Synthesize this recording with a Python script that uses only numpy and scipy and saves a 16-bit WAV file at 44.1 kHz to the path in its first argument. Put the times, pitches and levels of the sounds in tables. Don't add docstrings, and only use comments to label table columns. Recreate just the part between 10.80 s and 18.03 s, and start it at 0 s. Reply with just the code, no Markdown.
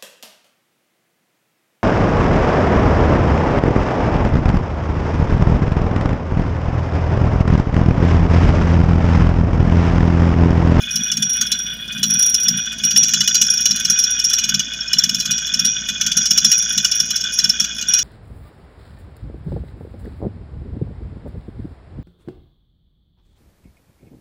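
import sys
import numpy as np
from scipy import signal
from scipy.fft import rfft, irfft, next_fast_len
from scipy.io import wavfile
from scipy.ndimage import uniform_filter1d

SR = 44100
rng = np.random.default_rng(int(sys.argv[2]) if len(sys.argv) > 2 else 0)


def store_pcm(level_fs):
    pcm = np.round(np.clip(level_fs, -1, 1) * 32767).astype(np.int16)
    wavfile.write(sys.argv[1], SR, np.atleast_2d(pcm).T)


N = 318843
TIME = np.arange(N) / SR

# (time [s], speed [turns/s])
CRANK_SPEED = [(0.0, 57), (1.35, 56.05), (1.41, 57.6), (1.99, 55.54), (2.52, 57.9), (3.06, 56.52),
               (3.28, 58.0), (3.58, 56.7), (3.66, 54.27), (3.89, 56.45), (4.49, 54.8), (4.55, 55.7),
               (5.05, 54.38), (5.21, 56.64), (6.32, 57.17), (6.36, 55.85), (7.05, 56.77), (7.23, 58.28)]
# (frequency [Hz], relative density [dB])
TICK_SPECTRUM = [(6000, -31), (8500, -16), (9100, 5), (9400, 4), (9800, 13), (10350, -2.5), (10800, 3.5),
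                 (11700, -1), (12400, -9), (13500, -18), (14400, -13), (14900, 9), (15900, -24)]


def amp(db):
    return 10 ** (np.asarray(db) / 20)


def unit_rms(x):
    return x / np.sqrt(np.mean(x ** 2) + 1e-20)


def add(mix, at_s, sound):
    part = mix[max(round(at_s * SR), 0):][:len(sound)]
    part += sound[:len(part)]


def wander(cutoff_hz, step=16):
    size = next_fast_len(N // step + 2)
    hz = np.fft.rfftfreq(size, step / SR)
    slow = irfft(rfft(rng.standard_normal(size)) / (1 + (hz / cutoff_hz) ** 4), size)
    return unit_rms(np.interp(np.arange(N) / step, np.arange(size), slow))


def colour(x, spectrum, size=2048):
    hz, db = np.transpose(spectrum)
    bins_hz = abs(np.fft.fftfreq(size, 1 / SR))
    gain = unit_rms(amp(np.interp(np.log(bins_hz + 1), np.log(hz), db)))
    minimum_phase = np.exp(np.conj(signal.hilbert(np.log(gain))))
    response = np.fft.ifft(minimum_phase).real
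    return signal.oaconvolve(x, response[:size // 2])[:N]


def resonate(x, hz, width_hz):
    pole = np.exp((2j * np.pi * hz - np.pi * width_hz * np.sqrt(2)) / SR)
    return 2 * signal.lfilter([(1 - abs(pole)) ** 2], [1, -2 * pole, pole ** 2], x).real


def turn_times(turns):
    return TIME[np.flatnonzero(np.diff(np.floor(turns)) > 0)]


def crank_hum(turns, level_db=-46, waver_db=2):
    # (order [x crank speed], relative level [dB])
    orders = [(1, 7.5), (2, -9.5), (3, 2.5), (4, 3.5), (5, -24), (6, -35), (7, -22), (8, -14.5), (9, -11),
              (10, -32), (11, -33), (12, -4.5), (13, -15.5), (14, -46)]
    # (time [s], gain [dB])
    muffler_boom = [(0, 4), (1.5, 1), (2.5, 3.5), (3.3, -2), (5, -2), (7.23, -10.5)]
    boom = amp(np.interp(TIME, *np.transpose(muffler_boom)))
    uneven_turns = turns + .005 * wander(25)
    out = np.zeros(N)
    for order, db in orders:
        gain = amp(db + (order > 1) * waver_db * wander(24)) * (boom if 2 <= order <= 4 else 1)
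        out += gain * np.cos(2 * np.pi * (order * uneven_turns + rng.random()))
    return amp(level_db) * unit_rms(out)


def exhaust(turns, level_db=-56):
    # (frequency [Hz], relative gain [dB])
    muffler = [(150, -4.0), (290, 11.0), (450, -7), (620, -2), (780, -9), (1050, 3.0), (1600, -44.5)]
    puffs = np.diff(np.floor(turns), prepend=0)
    return amp(level_db) * unit_rms(colour(puffs, muffler))


def firing_levels(times_s, arch_db=5, fall_db_per_s=600, vary_db=2, weak_db=-51, weak_vary_db=7):
    # (start [s], length [s], relative level [dB])
    strong_runs = [(0.16, 0.062, -29.5), (0.341, 0.13, -29.5), (0.615, 0.04, -37), (0.708, 0.039, -33.5),
                   (1.156, 0.23, -29), (1.67, 0.12, -28.5), (2.014, 0.073, -33), (2.11, 0.19, -33.5),
                   (2.337, 0.055, -31), (2.397, 0.048, -30), (2.469, 0.04, -39), (2.61, 0.044, -33.5),
                   (2.9, 0.06, -33.5), (3.044, 0.04, -38), (3.094, 0.039, -33.5), (3.64, 0.034, -40.5),
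                   (3.698, 0.11, -31.5), (4.152, 0.042, -35), (4.233, 0.067, -35), (4.304, 0.11, -33.5),
                   (4.467, 0.092, -32.5), (4.756, 0.04, -35.5), (4.8, 0.096, -33), (5.099, 0.035, -35.5),
                   (5.219, 0.092, -37.5), (5.362, 0.059, -34.5), (5.504, 0.041, -34), (5.571, 0.048, -41),
                   (5.635, 0.055, -31), (5.968, 0.044, -31.5), (6.205, 0.033, -36.5), (6.644, 0.062, -32.5),
                   (6.812, 0.035, -33.5)]
    start_s, length_s, peak_db = np.transpose(strong_runs)
    off_centre_s = abs(times_s[:, None] - start_s - length_s / 2)
    runs_db = peak_db - arch_db * np.minimum(2 * off_centre_s / length_s, 1) ** 2
    runs_db -= fall_db_per_s * np.maximum(off_centre_s - length_s / 2, 0)
    strong, weak = rng.standard_normal((len(times_s), 2)).T
    return np.maximum(runs_db.max(1) + vary_db * strong, weak_db + weak_vary_db * np.minimum(weak, 1.5))


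def firings(turns, pitch_hz=197, sigma_s=.0043, gain_db=6, push=.12, push_hz=118, jitter_s=.002):
    t, out = TIME[:SR // 25] - .02, np.zeros(N)
    envelope = np.exp(-(t / sigma_s) ** 2 / 2)
    turn_s = turn_times(turns)
    fire_s = turn_s + jitter_s * rng.standard_normal(len(turn_s))
    for at_s, db in zip(fire_s, firing_levels(turn_s)):
        hz = pitch_hz * (1 + .07 * rng.standard_normal())
        chirp = np.cos(2 * np.pi * hz * (t + 5 * t ** 2) + .5)
        low_push = push * np.cos(2 * np.pi * push_hz * t + .5)
        add(out, at_s + t[0], -amp(db + gain_db) * envelope * (chirp + low_push))
    return out


def piston(turns, slop_turns=.004, pulsing=.38):
    # (crank position [turns], relative level [dB])
    knock_pattern = [(.08, -7), (.33, -9), (.57, -8.5), (.8, -16)]
    # (frequency [Hz], width [Hz], level [dB])
    block_modes = [(1393, 47, -62), (1518, 74, -38), (1623, 104, -44.5), (1817, 87, -49.5), (2216, 28, -52),
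                   (2472.6, 30.6, -38.5), (2948, 100, -38.5), (3328, 46, -34), (3446, 84, -30.5),
                   (4270, 22, -59), (5030, 13, -53), (6030, 56, -89), (6640, 49, -66)]
    knocks, out = np.zeros((2, N))
    for position, db in knock_pattern:
        at = np.flatnonzero(np.diff(np.floor(turns - position + slop_turns * wander(40))) > 0)
        knocks[at] += amp(db + rng.uniform(-4, 4, N)[at])
    slap = amp(4 * np.tanh(wander(28))) * (1 + pulsing * np.cos(4 * np.pi * turns))
    for hz, width_hz, db in block_modes:
        drive = knocks * amp(rng.uniform(-7, 7, N)) + .006 * rng.standard_normal(N)
        out += amp(db) * unit_rms(resonate(drive * slap, hz, width_hz) * amp(2 * wander(60)))
    return out


def air_hiss(turns, level_db=-45, pulsing=.52):
    # (frequency [Hz], relative density [dB])
    air_spectrum = [(20, -11), (45, 5), (110, 8.5), (220, 8.5), (330, -1.5), (600, -4.5), (850, -14),
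                    (1100, -9), (1600, -9.5), (4000, -2), (6500, -9), (8300, -17), (10500, -32),
                    (15500, -23)]
    puffs = rng.standard_normal(N) * (1 + pulsing * np.cos(2 * np.pi * turns))
    return amp(level_db) * unit_rms(colour(puffs, air_spectrum))


def steel(x, ring_db, decay_s, mode_count):
    t = TIME[:SR // 6]
    ring = sum(size * np.sin(2 * np.pi * ((2500 + 13500 * place) * t + phase))
               for place, size, phase in rng.random((mode_count, 3)))
    ring *= np.exp(-t / decay_s)
    return x + amp(ring_db) * signal.oaconvolve(x, ring / np.linalg.norm(ring))[:N]


def loose_parts(turns, sizzle_gain_db=1, jingle_gain_db=-5, pulsing=.36, unrest_db=3, clump_db=5):
    # (time [s], guard sizzle [dB], jingle [dB])
    buzz_levels = [(0.0, -39, -41.5), (0.5, -54, -43.5), (1.05, -70, -43.5), (1.45, -44, -40),
                   (1.91, -45, -54), (2.35, -24.5, -55), (3.64, -34.5, -52), (3.92, -34.5, -72),
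                   (4.11, -35.5, -76.5), (4.33, -31, -58), (5.11, -34, -67), (5.46, -25, -48),
                   (7.11, -34.5, -64), (7.23, -25, -55)]
    # (frequency [Hz], relative density [dB])
    guard_spectrum = [(3800, -32), (4700, 0), (5000, 10), (5400, 18.5), (6000, 9), (6500, 19.5), (7100, 5),
                      (7500, -8.5), (8300, -86), (12000, -57)]
    times_s, sizzle_db, jingle_db = np.transpose(buzz_levels)
    shaking = (1 + pulsing * np.cos(4 * np.pi * turns)) * amp(unrest_db * wander(53))
    guard, parts = shaking * rng.standard_normal((2, N))
    fits = amp(2 * clump_db * np.tanh(wander(35) / 2))
    parts = steel(parts * fits, ring_db=-3, decay_s=.003, mode_count=60)
    sizzle = amp(np.interp(TIME, times_s, sizzle_db)) * unit_rms(colour(guard, guard_spectrum))
    jingle = amp(np.interp(TIME, times_s, jingle_db)) * unit_rms(colour(parts, TICK_SPECTRUM))
    return amp(sizzle_gain_db) * sizzle + amp(jingle_gain_db) * jingle


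def stray_taps(turns, chance=.14, clank_db=-39, tick_db=-45, ping_db=-29, ring_db=-40, vary_db=5):
    times_s = turn_times(turns)
    luck, force = rng.random((len(times_s), 2)).T
    levels_db = np.array([clank_db, tick_db, ping_db, ring_db]) + vary_db * (2 * force[:, None] - 1)
    return list(np.column_stack([times_s, levels_db])[luck < chance])


def rebounds(clank_db=-17, tick_db=-15, ping_db=-7):
    # (time [s], relative ring level [dB])
    drum_rings = [(0.109, -21.5), (0.234, -19.5), (0.423, -17), (0.495, -16), (0.531, -17), (0.563, -21),
                  (0.788, -20.5), (1.302, -14), (1.337, -14.5), (1.392, -10.5), (1.424, -12),
                  (1.459, -12.5), (1.494, -17), (1.599, -17), (1.632, -16), (1.772, -19), (2.048, -13),
                  (2.173, -8.5), (2.231, -17), (2.475, -17), (2.545, -14), (2.614, -17), (2.701, -16),
                  (2.737, -17.5), (2.807, -18), (2.856, -15.5), (3.099, -12), (3.188, -13), (3.307, -17),
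                  (3.441, -15), (3.533, -16.5), (4.509, -17.5), (4.848, -13.5), (5.369, -14.5),
                  (5.507, -17.5), (5.647, -15.5), (5.715, -10.5), (5.779, -15.5), (5.822, -20.5),
                  (5.892, -20.5), (5.924, -21), (6.151, -17), (6.534, -22.5), (7.085, -16), (7.136, -13)]
    return [(at_s, db + clank_db, db + tick_db, db + ping_db, db) for at_s, db in drum_rings]


def clack_runs(vary_db=1.6, ping_vary_db=2, ring_over_tick_db=5):
    # (first [s], last [s], spacing [turns], clank [dB], tick [dB], ping [dB])
    runs = [(0.157, 0.158, 3, -20.5, -24.5, -10.5), (0.316, 0.422, 3, -21, -32, -18.5),
            (0.611, 0.717, 6, -15.5, -28, -10.5), (0.665, 0.665, 3, -36, -36, -20),
            (1.124, 1.178, 3, -30, -42, -44), (1.23, 1.23, 3, -14.5, -23.5, -13),
            (1.391, 1.494, 2, -55, -27.5, -22), (1.542, 1.682, 8, -19.5, -21.5, -8),
            (1.857, 1.984, 3, -32, -44, -59), (2.036, 2.107, 4, -22, -34, -12),
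            (2.16, 2.231, 4, -17, -34, -9), (2.283, 2.283, 3, -21.5, -35, -26),
            (2.336, 2.614, 4, -13.5, -33.5, -11), (2.666, 2.807, 2, -35, -38, -12.5),
            (2.856, 2.907, 3, -16.5, -35, -9), (2.959, 2.999, 2, -23.5, -32, -30),
            (3.048, 3.099, 3, -17, -31, -10.5), (3.188, 3.236, 3, -23, -30, -12.5),
            (3.392, 3.497, 3, -23.5, -31.5, -13), (3.533, 3.794, 3, -17.5, -39, -13.5),
            (4.004, 4.077, 4, -44, -64, -17), (4.131, 4.237, 3, -16.5, -34.5, -7),
            (4.291, 4.399, 3, -20, -38, -11.5), (4.454, 4.508, 3, -17.5, -46, -19),
            (4.578, 4.668, 5, -25, -62, -18), (4.738, 4.793, 3, -21, -32.5, -6.5),
            (4.848, 4.848, 3, -17.5, -33, -23), (5.087, 5.087, 3, -18.5, -58, -18),
            (5.211, 5.369, 3, -17, -36, -18), (5.456, 5.456, 3, -21.5, -36, -14.5),
            (5.507, 5.715, 4, -15, -28, -6), (5.976, 6.046, 4, -15.5, -30.5, -9),
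            (6.114, 6.2, 5, -21.5, -31, -10.5), (6.305, 6.357, 3, -19, -31.5, -13.5),
            (6.409, 6.438, 2, -27, -47, -13.5), (6.587, 6.693, 3, -19, -33, -6.5),
            (6.799, 6.799, 3, -18, -31, -9.5), (6.842, 7.012, 10, -21.5, -51, -32),
            (7.136, 7.186, 3, -18, -32, -11)]
    hits = []
    for first_s, last_s, spacing, clank_db, tick_db, ping_db in runs:
        crank_hz = np.interp(first_s, *np.transpose(CRANK_SPEED))
        gaps = round((last_s - first_s) * crank_hz / spacing)
        for at_s in np.linspace(first_s, last_s, gaps + 1):
            force_db, scuff_db = rng.uniform(-1, 1, 2) * (vary_db, ping_vary_db)
            ring_db = tick_db + force_db + ring_over_tick_db
            hits.append((at_s, clank_db + force_db, tick_db + force_db, ping_db + scuff_db, ring_db))
    return hits


def shoe_hits(turns):
    hits = np.array(clack_runs() + rebounds() + stray_taps(turns))
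    return hits[np.argsort(hits[:, 0])]


def chatter(times_s, levels_db, bounce_s=.004, bounce_db=-3, decay_s=.0031,
            tail_db=-15, tail_s=.0022, scuff_db=-22, scuff_s=.0041):
    t, out = TIME[:SR // 10] - .015, np.zeros(N)
    scuff = amp(scuff_db) * np.exp(-abs(t) / scuff_s)
    scrape = amp(tail_db) * np.exp(-abs(t) / tail_s)
    for at_s, db in zip(times_s, levels_db):
        envelope = np.where(t < 0, scuff, scrape)
        for bounce in range(3):
            age_s = t - bounce * bounce_s * rng.uniform(.76, 1.6)
            strength = amp(bounce * bounce_db * rng.uniform(0, 2.2))
            envelope += strength * (age_s >= 0) * np.exp(-abs(age_s) / decay_s)
        add(out, at_s + t[0], amp(db) * unit_rms(envelope * rng.standard_normal(len(t))))
    return out


def clacks(hits, clank_gain_db=2, tick_gain_db=-10, chime_gain_db=-8):
    # (frequency [Hz], width [Hz], gain [dB])
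    housing_modes = [(1232, 34, -14), (1438, 64, -6.5), (1870, 400, -12), (2394, 280, -8.5),
                     (2938, 88, 4.5), (3426, 175, 1.5), (4053, 45, 1.5), (4653, 140, -2.5), (4775, 44, -1),
                     (5966, 523, 3.5), (6465, 126, 6), (6710, 120, -4), (7144, 108, -1), (7930, 43, -8.5),
                     (11140, 640, -17.5), (13800, 700, -17)]
    # (frequency [Hz], width [Hz], gain [dB])
    shoe_modes = [(9100, 180, -17), (9300, 100, -21), (10295, 124, 1), (10350, 76, 6.5), (13100, 50, -25),
                  (15300, 63, -13)]
    times_s, clank_db, tick_db, _, ring_db = hits.T
    blows = steel(chatter(times_s, clank_db), ring_db=-11, decay_s=.016, mode_count=400)
    clank = sum(amp(db) * resonate(blows * amp(4 * np.tanh(wander(10)) - 1), hz, width_hz)
                for hz, width_hz, db in housing_modes)
    clank = signal.sosfilt(signal.butter(4, 1150, "high", fs=SR, output="sos"), clank)
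    ticks = chatter(times_s, tick_db, bounce_s=.0028, bounce_db=-4.5, decay_s=.0029,
                    tail_db=-10, tail_s=.0046, scuff_db=-32)
    rebound = chatter(times_s, ring_db, bounce_s=.003, bounce_db=-6, decay_s=.003, scuff_db=-20)
    chime = sum(amp(db) * resonate(rebound, hz, width_hz) for hz, width_hz, db in shoe_modes)
    ticks = colour(steel(ticks, ring_db=-10.5, decay_s=.021, mode_count=70), TICK_SPECTRUM)
    return amp(clank_gain_db) * clank + amp(tick_gain_db) * ticks + amp(chime_gain_db) * chime


def pings(hits, centre_hz=5470, scatter_hz=70, min_swell_s=.0032, gain_db=2):
    t, out = TIME[:SR // 20], np.zeros(N, complex)
    for at_s, _, _, ping_db, _ in hits:
        progress = t / (min_swell_s * rng.uniform(1, 2))
        envelope = (progress * np.exp(1 - progress)) ** 2
        hz = centre_hz + scatter_hz * rng.standard_normal()
        add(out, at_s, amp(ping_db + gain_db) * envelope * np.exp(2j * np.pi * hz * t))
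    roughness = np.exp(.7j * wander(200)) * (1 + .35 * wander(300))
    return (out * roughness).real


def drum_ring(turns, hits, fade_db_per_s=110, gain_db=3, drift_hz=4, warble_rad=.34, throb=.36):
    # (frequency [Hz], relative level [dB])
    drum_modes = [(5719, 0), (5740, -19.5), (9797, -42)]
    times_s, *_, ring_db = hits.T
    height_db = ring_db + fade_db_per_s * times_s
    restarts = height_db >= np.maximum.accumulate(height_db)
    jumps_rad = 1.3 * rng.standard_normal(len(times_s))
    times_s, ring_db = times_s[restarts], ring_db[restarts]
    latest = np.maximum(np.searchsorted(times_s, TIME) - 1, 0)
    phase = np.cumsum(jumps_rad[restarts])[latest] + 2 * np.pi * np.cumsum(drift_hz * wander(12)) / SR
    decay = amp(ring_db[latest] - fade_db_per_s * abs(TIME - times_s[latest])) * (TIME >= times_s[0])
    ring = uniform_filter1d(decay * np.exp(1j * phase), size=130)
    shake_rad = 4 * np.pi * turns + .55 * wander(6)
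    tremolo = throb * np.cos(shake_rad) * (1 + .4 * wander(3))
    roughness = .22 * (wander(130) + 1j * wander(130))
    ring *= 1 + tremolo + roughness
    ring *= np.exp(1j * warble_rad * (np.cos(shake_rad) + .067 * np.sin(2 * shake_rad)))
    return sum(amp(db + gain_db) * (ring * np.exp(2j * np.pi * hz * TIME)).real for hz, db in drum_modes)


def scene():
    crank_hz = np.interp(TIME, *np.transpose(CRANK_SPEED))
    turns = np.cumsum(crank_hz) / SR
    engine = crank_hum(turns) + exhaust(turns) + firings(turns) + piston(turns) + air_hiss(turns)
    hits = shoe_hits(turns)
    rattle = clacks(hits) + pings(hits) + drum_ring(turns, hits) + loose_parts(turns)
    return (engine + rattle)[None]


def record(dry, ceiling=.93, cutoff_hz=16000):
    rounded = dry / (1 + (dry / ceiling) ** 8) ** (1 / 8)
    lowpass = signal.firwin(401, cutoff_hz, window=("kaiser", 9), fs=SR)
    return signal.oaconvolve(rounded, lowpass[None], "same")


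dry = scene()
out = record(dry)
store_pcm(out)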